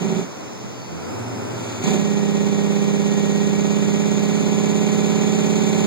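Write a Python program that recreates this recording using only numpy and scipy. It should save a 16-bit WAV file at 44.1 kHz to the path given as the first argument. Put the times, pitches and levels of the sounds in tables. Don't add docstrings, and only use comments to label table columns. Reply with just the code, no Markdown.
import sys
import numpy as np
from scipy import signal
from scipy.fft import rfft, irfft, next_fast_len
from scipy.io import wavfile
from scipy.ndimage import uniform_filter1d

SR = 44100
rng = np.random.default_rng(int(sys.argv[2]) if len(sys.argv) > 2 else 0)


def store_wav(level_fs):
    pcm = np.round(np.clip(np.atleast_2d(level_fs), -1, 1) * 32767)
    wavfile.write(sys.argv[1], SR, pcm.T.astype(np.int16))


N = 258426
TIME_S = np.arange(N) / SR
TURN = 2 * np.pi
REF_RPM = 2000


def undb(db):
    return 10 ** (np.asarray(db) / 20)


def decibels(gain):
    return 20 * np.log10(np.maximum(gain, 1e-4))


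def shape(x, response):
    size = next_fast_len(N + SR // 2)
    f = np.maximum(np.arange(size // 2 + 1) * SR / size, 1)
    return irfft(rfft(x, size) * response(f), size)[..., :N]


def resonance(f, hz, width_hz):
    return 1 / (1 + 1j * (f * f - hz * hz) / (f * width_hz))


def white():
    return rng.standard_normal((2, N)) * np.sqrt(SR / 2)


def colour(x, points):
    hz, db = np.transpose(points)
    return shape(x, lambda f: undb(np.interp(np.log(f), np.log(hz), db)))


def bass_cut(x, hz):
    return signal.sosfilt(signal.butter(4, hz, "high", fs=SR, output="sos"), x)


def walk(rate_hz):
    k = int(SR / rate_hz)
    steps = np.repeat(rng.standard_normal(1024)[:N // k + 1], k)
    smooth = uniform_filter1d(uniform_filter1d(steps, k), k)
    return 1.3 * smooth[:N]


def held(on_s, off_s, attack_s, release_s):
    return np.interp(TIME_S, [on_s, on_s + attack_s, off_s, off_s + release_s], [0, 1, 1, 0])


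def whistle(hz, db, flicker_db, left_db, unsteady):
    phase = TURN * np.cumsum(hz * (1 + unsteady * walk(160))) / SR
    level_db = db + flicker_db * walk(60)
    return np.sqrt(2) * np.sin(phase) * undb(level_db) * undb([[left_db], [0]])


# (time [s], speed [rpm])
CRANK_SPEED = [(0.0, 1712), (0.22, 1712), (0.33, 1707), (0.8, 1547), (0.9, 1602), (1.1, 1902), (1.2, 1962),
               (1.4, 2062), (1.6, 2027), (1.8, 1952), (1.9, 2072), (2.1, 2030), (2.3, 2034), (2.8, 2027),
               (3.45, 2036), (4.0, 2055), (4.8, 2078), (5.86, 2112)]
CRANK_START_CYCLES = .848


def crank():
    time_s, speed_rpm = np.transpose(CRANK_SPEED)
    rpm = np.interp(TIME_S, time_s, speed_rpm)
    return rpm, CRANK_START_CYCLES + np.cumsum(rpm / 120) / SR


# (on [s], off [s], puffs [dB], rasp [dB], change of clatter [dB], roar [dB])
BRAKE_SPELLS = [(-.4, .195, -3.5, -5.5, 2, -4.5), (1.822, 6, -0.34, -4.5, -8.5, -32)]
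BRAKE_ATTACK_S, PUFF_RELEASE_S, RASP_RELEASE_S = 0.021, 0.064, 0.087
BITE_DELAY_S, BITE_S, PUFF_BITE_DB, RASP_BITE_DB = 0.062, 0.12, 0.5, 8
PUFF_BUILD_DB_PER_S, RASP_BUILD_DB_PER_S = 0.5, 1.35
CLUTCH_ON_S, CLUTCH_ATTACK_S, CLUTCH_RASP_DB = 1.44, 0.24, -6
CHATTER_DB, CHATTER_BITE_DB = -0.17, -1


def bite(on_s):
    return np.exp(-((TIME_S - on_s - BITE_DELAY_S) / BITE_S) ** 2)


def brake_levels():
    brake, puffs, chatter_db, clatter_db = 0, 0, CHATTER_DB, 0
    clutch = held(CLUTCH_ON_S, BRAKE_SPELLS[-1][0], CLUTCH_ATTACK_S, BRAKE_ATTACK_S)
    rasp = undb(CLUTCH_RASP_DB) * clutch
    for on_s, off_s, puff_db, rasp_db, change_db, _ in BRAKE_SPELLS:
        age_s = TIME_S - on_s
        engaged = held(on_s, off_s, BRAKE_ATTACK_S, PUFF_RELEASE_S)
        rasping = held(on_s, off_s, BRAKE_ATTACK_S, RASP_RELEASE_S)
        puffs = puffs + engaged * undb(puff_db + PUFF_BITE_DB * bite(on_s) + PUFF_BUILD_DB_PER_S * age_s)
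        rasp = rasp + rasping * undb(rasp_db + RASP_BITE_DB * bite(on_s) + RASP_BUILD_DB_PER_S * age_s)
        chatter_db = chatter_db + CHATTER_BITE_DB * bite(on_s)
        brake = brake + engaged
        clatter_db = clatter_db + change_db * engaged
    rasp_db = decibels(rasp)
    return brake, decibels(puffs), rasp_db, rasp_db + chatter_db, clatter_db


# (first puff [relative dB], second puff [relative dB], first delay [puff spacings], second delay [puff spacings])
CYLINDER_PUFFS = [(17, 6.5, -0.1475, -0.18), (13.6, 10.5, -0.087, -0.32), (10.3, 7.5, 0.4, -0.028),
                  (19.67, 1.5, -0.1793, -0.31), (3.73, -2, 0.18, -0.09), (13, -0.3, -0.1, -0.32)]
# (centre [Hz], width [Hz], left [signed gain], right [signed gain])
CAB_RESONANCES = [(125.7, 14, -0.29, 0.022), (134.6, 46, 0.19, 0.023), (190.1, 28.9, -0.23, -0.33),
                  (194.2, 15, 0.35, -0.228), (216.3, 18.3, 0.14, 0.0024), (228.5, 28, -0.14, 0.21),
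                  (284, 67, -0.085, -0.11), (302.8, 54, 0.1, 0.095), (362, 11, 0.0062, -0.072),
                  (384.4, 25.1, -0.18, -0.27), (398, 21.8, 0.2, 0.26), (416.7, 11.3, 0.035, 0.075),
                  (426, 11, -0.038, 0.081), (465, 29, -0.083, 0.025), (488, 34, 0.041, 0.015),
                  (505.1, 21.3, -0.16, 0.088), (506.1, 14, 0.21, -0.11), (557.6, 31.3, 0.0077, -0.12),
                  (563.7, 17.7, 0.015, 0.1), (586, 64, 0.017, 0.052), (624, 17.6, -0.045, -0.036),
                  (751, 21, -0.0022, -0.031), (771, 21.4, 0.031, 0.058), (806, 21, 0.012, 0.027),
                  (898, 117.5, -0.0267, -0.025), (912, 58, 0.035, 0.034), (1018.5, 23.0, 0.0006, 0.0155),
                  (1005.6, 8.7, 0.0175, 0.0094)]
# (frequency [Hz], relative density [dB/Hz])
CRACK_SPECTRUM = [(100, -100), (400, -90), (700, -83), (1100, -79), (1600, -97), (2400, -85), (4000, -93.5),
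                  (15000, -115)]
PUFF_SCATTER_DB, PUFF_JITTER_SPACINGS = .2, .003


def brake_bark(cycle, db, low_hz=100, ring_db=27.0, crack_s=0.0031):
    cylinders = np.array(CYLINDER_PUFFS)
    pattern, late = undb(cylinders[:, :2].ravel()), cylinders[:, 2:].ravel()
    chance = rng.standard_normal((1400, 2))
    slot = np.arange(len(chance))
    place = slot % len(pattern)
    puff_cycle = (slot + late[place] + PUFF_JITTER_SPACINGS * chance[:, 0]) / len(pattern)
    at = np.interp(puff_cycle, cycle, np.arange(N), left=-1, right=-1)
    heard = at >= 0
    size = (pattern[place] * undb(PUFF_SCATTER_DB * chance[:, 1]))[heard]
    whole, part = np.divmod(at[heard], 1)
    whole = whole.astype(int)
    puffs = np.bincount(whole, size * (1 - part), N + 1)[:N]
    puffs = puffs + np.bincount(whole + 1, size * part, N + 1)[:N]

    def ring(f):
        return sum(np.outer(gains, resonance(f, hz, width)) for hz, width, *gains in CAB_RESONANCES)

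    rung = -shape(puffs * undb(db + ring_db), ring)
    burst = signal.lfilter([1], [1, -np.exp(-1 / (crack_s * SR))], puffs)
    crack = colour(white() * burst * undb(db), CRACK_SPECTRUM)
    return bass_cut(rung, low_hz) + crack


# (frequency [Hz], relative density [dB/Hz])
CHATTER_SPECTRUM = [(50, -95), (350, -88), (520, -71), (680, -75), (900, -64), (1150, -71.5), (1550, -77),
                    (2400, -74), (3300, -72.5), (5000, -85), (15000, -103)]


def valve_chatter(cycle, db, throb_db=5.0, throb_at=0.28, strike_db=-1.0, strike_at=0.06,
                  limp_db=1.0, limp_at=0.2):
    place = np.linspace(0, 1, 2600)
    rattle = np.array([np.interp(cycle % 1, place, row[:len(place)]) for row in white()])
    throb = throb_db * np.cos(2 * TURN * (cycle - throb_at))
    limp = limp_db * np.cos(TURN * (cycle - limp_at))
    strikes = strike_db * np.cos(2 * len(CYLINDER_PUFFS) * TURN * (cycle - strike_at))
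    return colour(rattle * undb(db + throb + limp + strikes), CHATTER_SPECTRUM)


# (frequency [Hz], relative density [dB/Hz])
RASP_SPECTRUM = [(50, -79), (200, -64), (420, -71), (700, -72), (1000, -76.5), (1550, -81), (2800, -74),
                 (4200, -73.5), (5400, -85.5), (7500, -115), (9000, -91), (15000, -94)]
# (centre [Hz], width [Hz], relative peak density [dB/Hz])
ENGINE_TOP_RINGS = [(1900, 23, -67.5), (2302, 170, -64.5), (3487, 34, -64)]


def brake_rasp(cycle, db, throb_db=1.5, throb_at=0.11, limp_db=1.4, limp_at=0.34, flutter_db=-2.0,
               hiss_hz=6600, hiss_width_hz=1100, hiss_left_db=-77, hiss_right_db=-63):
    throb = throb_db * np.cos(2 * TURN * (cycle - throb_at))
    limp = limp_db * np.cos(TURN * (cycle - limp_at))
    flutter = flutter_db * np.cos(2 * len(CYLINDER_PUFFS) * TURN * cycle)
    gate = undb(db + throb + limp + flutter)

    def ring(f):
        return sum(undb(peak) * resonance(f, hz, width) for hz, width, peak in ENGINE_TOP_RINGS)

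    rings = shape(white() * gate, ring)
    hiss = shape(white() * gate, lambda f: resonance(f, hiss_hz, hiss_width_hz) ** 2)
    return colour(white() * gate, RASP_SPECTRUM) + rings + hiss * undb([[hiss_left_db], [hiss_right_db]])


# (centre [Hz], width [Hz], left [relative dB/Hz], right [relative dB/Hz])
PIPE_RESONANCES = [(198.6, 74, -54, -40.5), (381.6, 65, -49, -47.5), (571, 44, -55, -55.5),
                   (766, 57, -57, -50.5), (923, 91, -62, -63)]
ROAR_BITE_DB = 0


def pipe_roar(cycle, throb_db=4, throb_at=0.2):
    ragged = 0
    for on_s, off_s, *_, roar_db in BRAKE_SPELLS:
        engaged = held(on_s, off_s, BRAKE_ATTACK_S, PUFF_RELEASE_S)
        ragged = ragged + engaged * (undb(roar_db) + undb(ROAR_BITE_DB) * bite(on_s))
    gas = white()[0] * ragged * undb(throb_db * np.cos(2 * TURN * (cycle - throb_at)))

    def pipe(f):
        return sum(np.outer(undb(sides), resonance(f, hz, width) ** 2)
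                   for hz, width, *sides in PIPE_RESONANCES)

    return shape(gas, pipe)


TURBO_START_HZ, TURBO_COAST_HZ, TURBO_THROTTLE_HZ, TURBO_BRAKE_HZ = 5984, 3336, 4755, 3704
TURBO_REVS_POWER, TURBO_LAG_S = 1.46, 1.03
COAST_WHISTLE_DB, COAST_WHISTLE_DB_PER_DOUBLING, COAST_WHISTLE_DB_PER_KHZ = -54.5, 12, -1
BRAKE_WHISTLE_DB, BRAKE_WHISTLE_DB_PER_KHZ = -47, 6
COAST_WHISTLE_HZ, BRAKE_WHISTLE_HZ = 4800, 7000


def turbo(rpm, throttle, brake):
    coast_goal_hz = TURBO_COAST_HZ * (rpm / REF_RPM) ** TURBO_REVS_POWER
    goal_hz = coast_goal_hz + TURBO_THROTTLE_HZ * throttle + TURBO_BRAKE_HZ * brake
    keep = np.exp(-1 / (TURBO_LAG_S * SR))
    hz = TURBO_START_HZ + signal.lfilter([1 - keep], [1, -keep], goal_hz - TURBO_START_HZ)
    coast_db = COAST_WHISTLE_DB + COAST_WHISTLE_DB_PER_DOUBLING * np.log2(rpm / REF_RPM)
    coast_db = coast_db + COAST_WHISTLE_DB_PER_KHZ * (hz - COAST_WHISTLE_HZ) / 1000
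    brake_db = BRAKE_WHISTLE_DB + BRAKE_WHISTLE_DB_PER_KHZ * (hz - BRAKE_WHISTLE_HZ) / 1000
    db = coast_db + brake * (brake_db - coast_db)
    return whistle(hz, db, flicker_db=3.8, left_db=-7.5, unsteady=.004)


GEAR_TEETH, WHINE_DB, HOUSING_HZ, HOUSING_WIDTH_HZ = 55, -43.5, 1862, 29


def gear_whine(cycle, rpm, brake, throb_db=3.5, throb_at=0.21):
    hz = GEAR_TEETH * rpm / 60
    housing = np.abs(resonance(hz, HOUSING_HZ, HOUSING_WIDTH_HZ))
    db = WHINE_DB + decibels(brake * housing) + throb_db * np.cos(TURN * (cycle - throb_at))
    return whistle(hz, db, flicker_db=2.0, left_db=-44, unsteady=.002)


# (frequency [Hz], density [dB/Hz])
ROAD_SPECTRUM = [(25, -98), (55, -101), (90, -72), (130, -66.5), (250, -63.5), (420, -64.5), (700, -68.5),
                 (1000, -69), (1700, -80.5), (2400, -77.5), (4700, -84.5), (6500, -76.5), (8500, -99),
                 (15000, -99)]


def road_noise():
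    return colour(white(), ROAD_SPECTRUM) * undb(0.42 * walk(5.1))


# (multiple of the cycle rate, relative level [dB])
HUM_ORDERS = [(6, -45), (7, -52), (9, -41), (10, -44), (12, -42.5), (14, -37.5), (15, -42), (18, -55),
              (21, -46), (22, -43.5), (24, -41), (33, -43.5)]
DRONE_ORDERS = [(6, -45), (12, -36), (24, -42)]
# (centre [Hz], width [Hz], boost [dB])
CAB_BOOMS = [(99, 10, 6.5), (115, 17, 19.5), (389, 14, 5)]
# (frequency [Hz], relative density [dB/Hz])
CLATTER_SPECTRUM = [(50, -83), (110, -87), (250, -54), (420, -59.5), (600, -61.5), (950, -63), (1170, -70),
                    (1380, -65.5), (1700, -77.5), (2400, -73.5), (5000, -92.5), (7500, -83.5), (10000, -92),
                    (15000, -99)]
# (coasting at REF_RPM [dB], slope [dB per doubling of revs], added by throttle [dB])
HUM_LEVEL = (-3, 40, -1.2)
DRONE_LEVEL = (-10, 3.3, 12.2)
CLATTER_LEVEL = (-2.5, 27, 2.4)
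BRAKE_MUTES_DB = -26


def engine_lines(cycle, rpm, orders, waver_db, right_db):
    lines = 0
    for k, db in orders:
        hz = k * rpm / 120
        boom_db = sum(boost * np.abs(resonance(hz, centre, width)) ** 2 for centre, width, boost in CAB_BOOMS)
        offset = rng.random() + np.array([[0], [rng.normal(0, 0.277)]])
        level = undb(db + boom_db + waver_db * walk(22))
        lines = lines + level * np.sin(TURN * (k * cycle + offset))
    return np.sqrt(2) * lines * undb([[-right_db], [right_db]])


def free_engine(cycle, rpm, throttle, brake, change_db, knock_db=2.0, low_hz=104):
    def level_db(law):
        db, revs_db, throttle_db = law
        return db + revs_db * np.log2(rpm / REF_RPM) + throttle_db * throttle

    hum = engine_lines(cycle, rpm, HUM_ORDERS, waver_db=2.5, right_db=0.5) * undb(level_db(HUM_LEVEL))
    drone = engine_lines(cycle, rpm, DRONE_ORDERS, waver_db=2.5, right_db=1.5) * undb(level_db(DRONE_LEVEL))
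    knock = knock_db * np.cos(len(CYLINDER_PUFFS) * TURN * cycle)
    clatter = colour(white() * undb(level_db(CLATTER_LEVEL) + change_db + knock), CLATTER_SPECTRUM)
    return bass_cut((hum + drone) * undb(BRAKE_MUTES_DB * brake), low_hz) + clatter


# (time [s], relative level [dB], centre [Hz], decay [s])
CAB_KNOCKS = [(0.635, -27.5, 191, 0.026), (.885, -34, 210, 0.049), (1.5, -39, 130, 0.042),
              (4.405, -21, 233, 0.021)]


def knocks(width_hz=70):
    out = 0
    for start_s, db, hz, decay_s in CAB_KNOCKS:
        age_s = TIME_S - start_s
        decay = (age_s > 0) * np.exp(-np.abs(age_s) / decay_s)
        shake = white() / np.sqrt(width_hz) * decay
        out = out + undb(db) * shape(shake, lambda f: resonance(f, hz, width_hz) ** 2)
    return out


BLIP_ON_S, BLIP_OFF_S, BLIP_ATTACK_S, BLIP_RELEASE_S = .84, 1.18, .08, 0.076


def scene():
    rpm, cycle = crank()
    throttle = held(BLIP_ON_S, BLIP_OFF_S, BLIP_ATTACK_S, BLIP_RELEASE_S)
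    brake, puff_db, rasp_db, chatter_db, clatter_db = brake_levels()
    bark = brake_bark(cycle, puff_db) + valve_chatter(cycle, chatter_db)
    gas = brake_rasp(cycle, rasp_db) + pipe_roar(cycle)
    tones = turbo(rpm, throttle, brake) + gear_whine(cycle, rpm, brake)
    engine = free_engine(cycle, rpm, throttle, brake, clatter_db)
    return bark + gas + tones + road_noise() + engine + knocks()


MIC_LAG_SAMPLES, TOP_HZ = 15, 15800


def record(dry, widen_from_hz=1130, widen_full_hz=1450):
    def share(f):
        return np.interp(f, [widen_from_hz, widen_full_hz], [0, 1])

    crossed = shape(dry[::-1], lambda f: share(f) * np.exp(-1j * TURN * f * MIC_LAG_SAMPLES / SR))
    wide = shape(dry - crossed, lambda f: 1 / np.sqrt(1 + share(f) ** 2))
    return signal.sosfilt(signal.ellip(10, .2, 80, TOP_HZ, fs=SR, output="sos"), wide)


dry = scene()
out = record(dry)
store_wav(out)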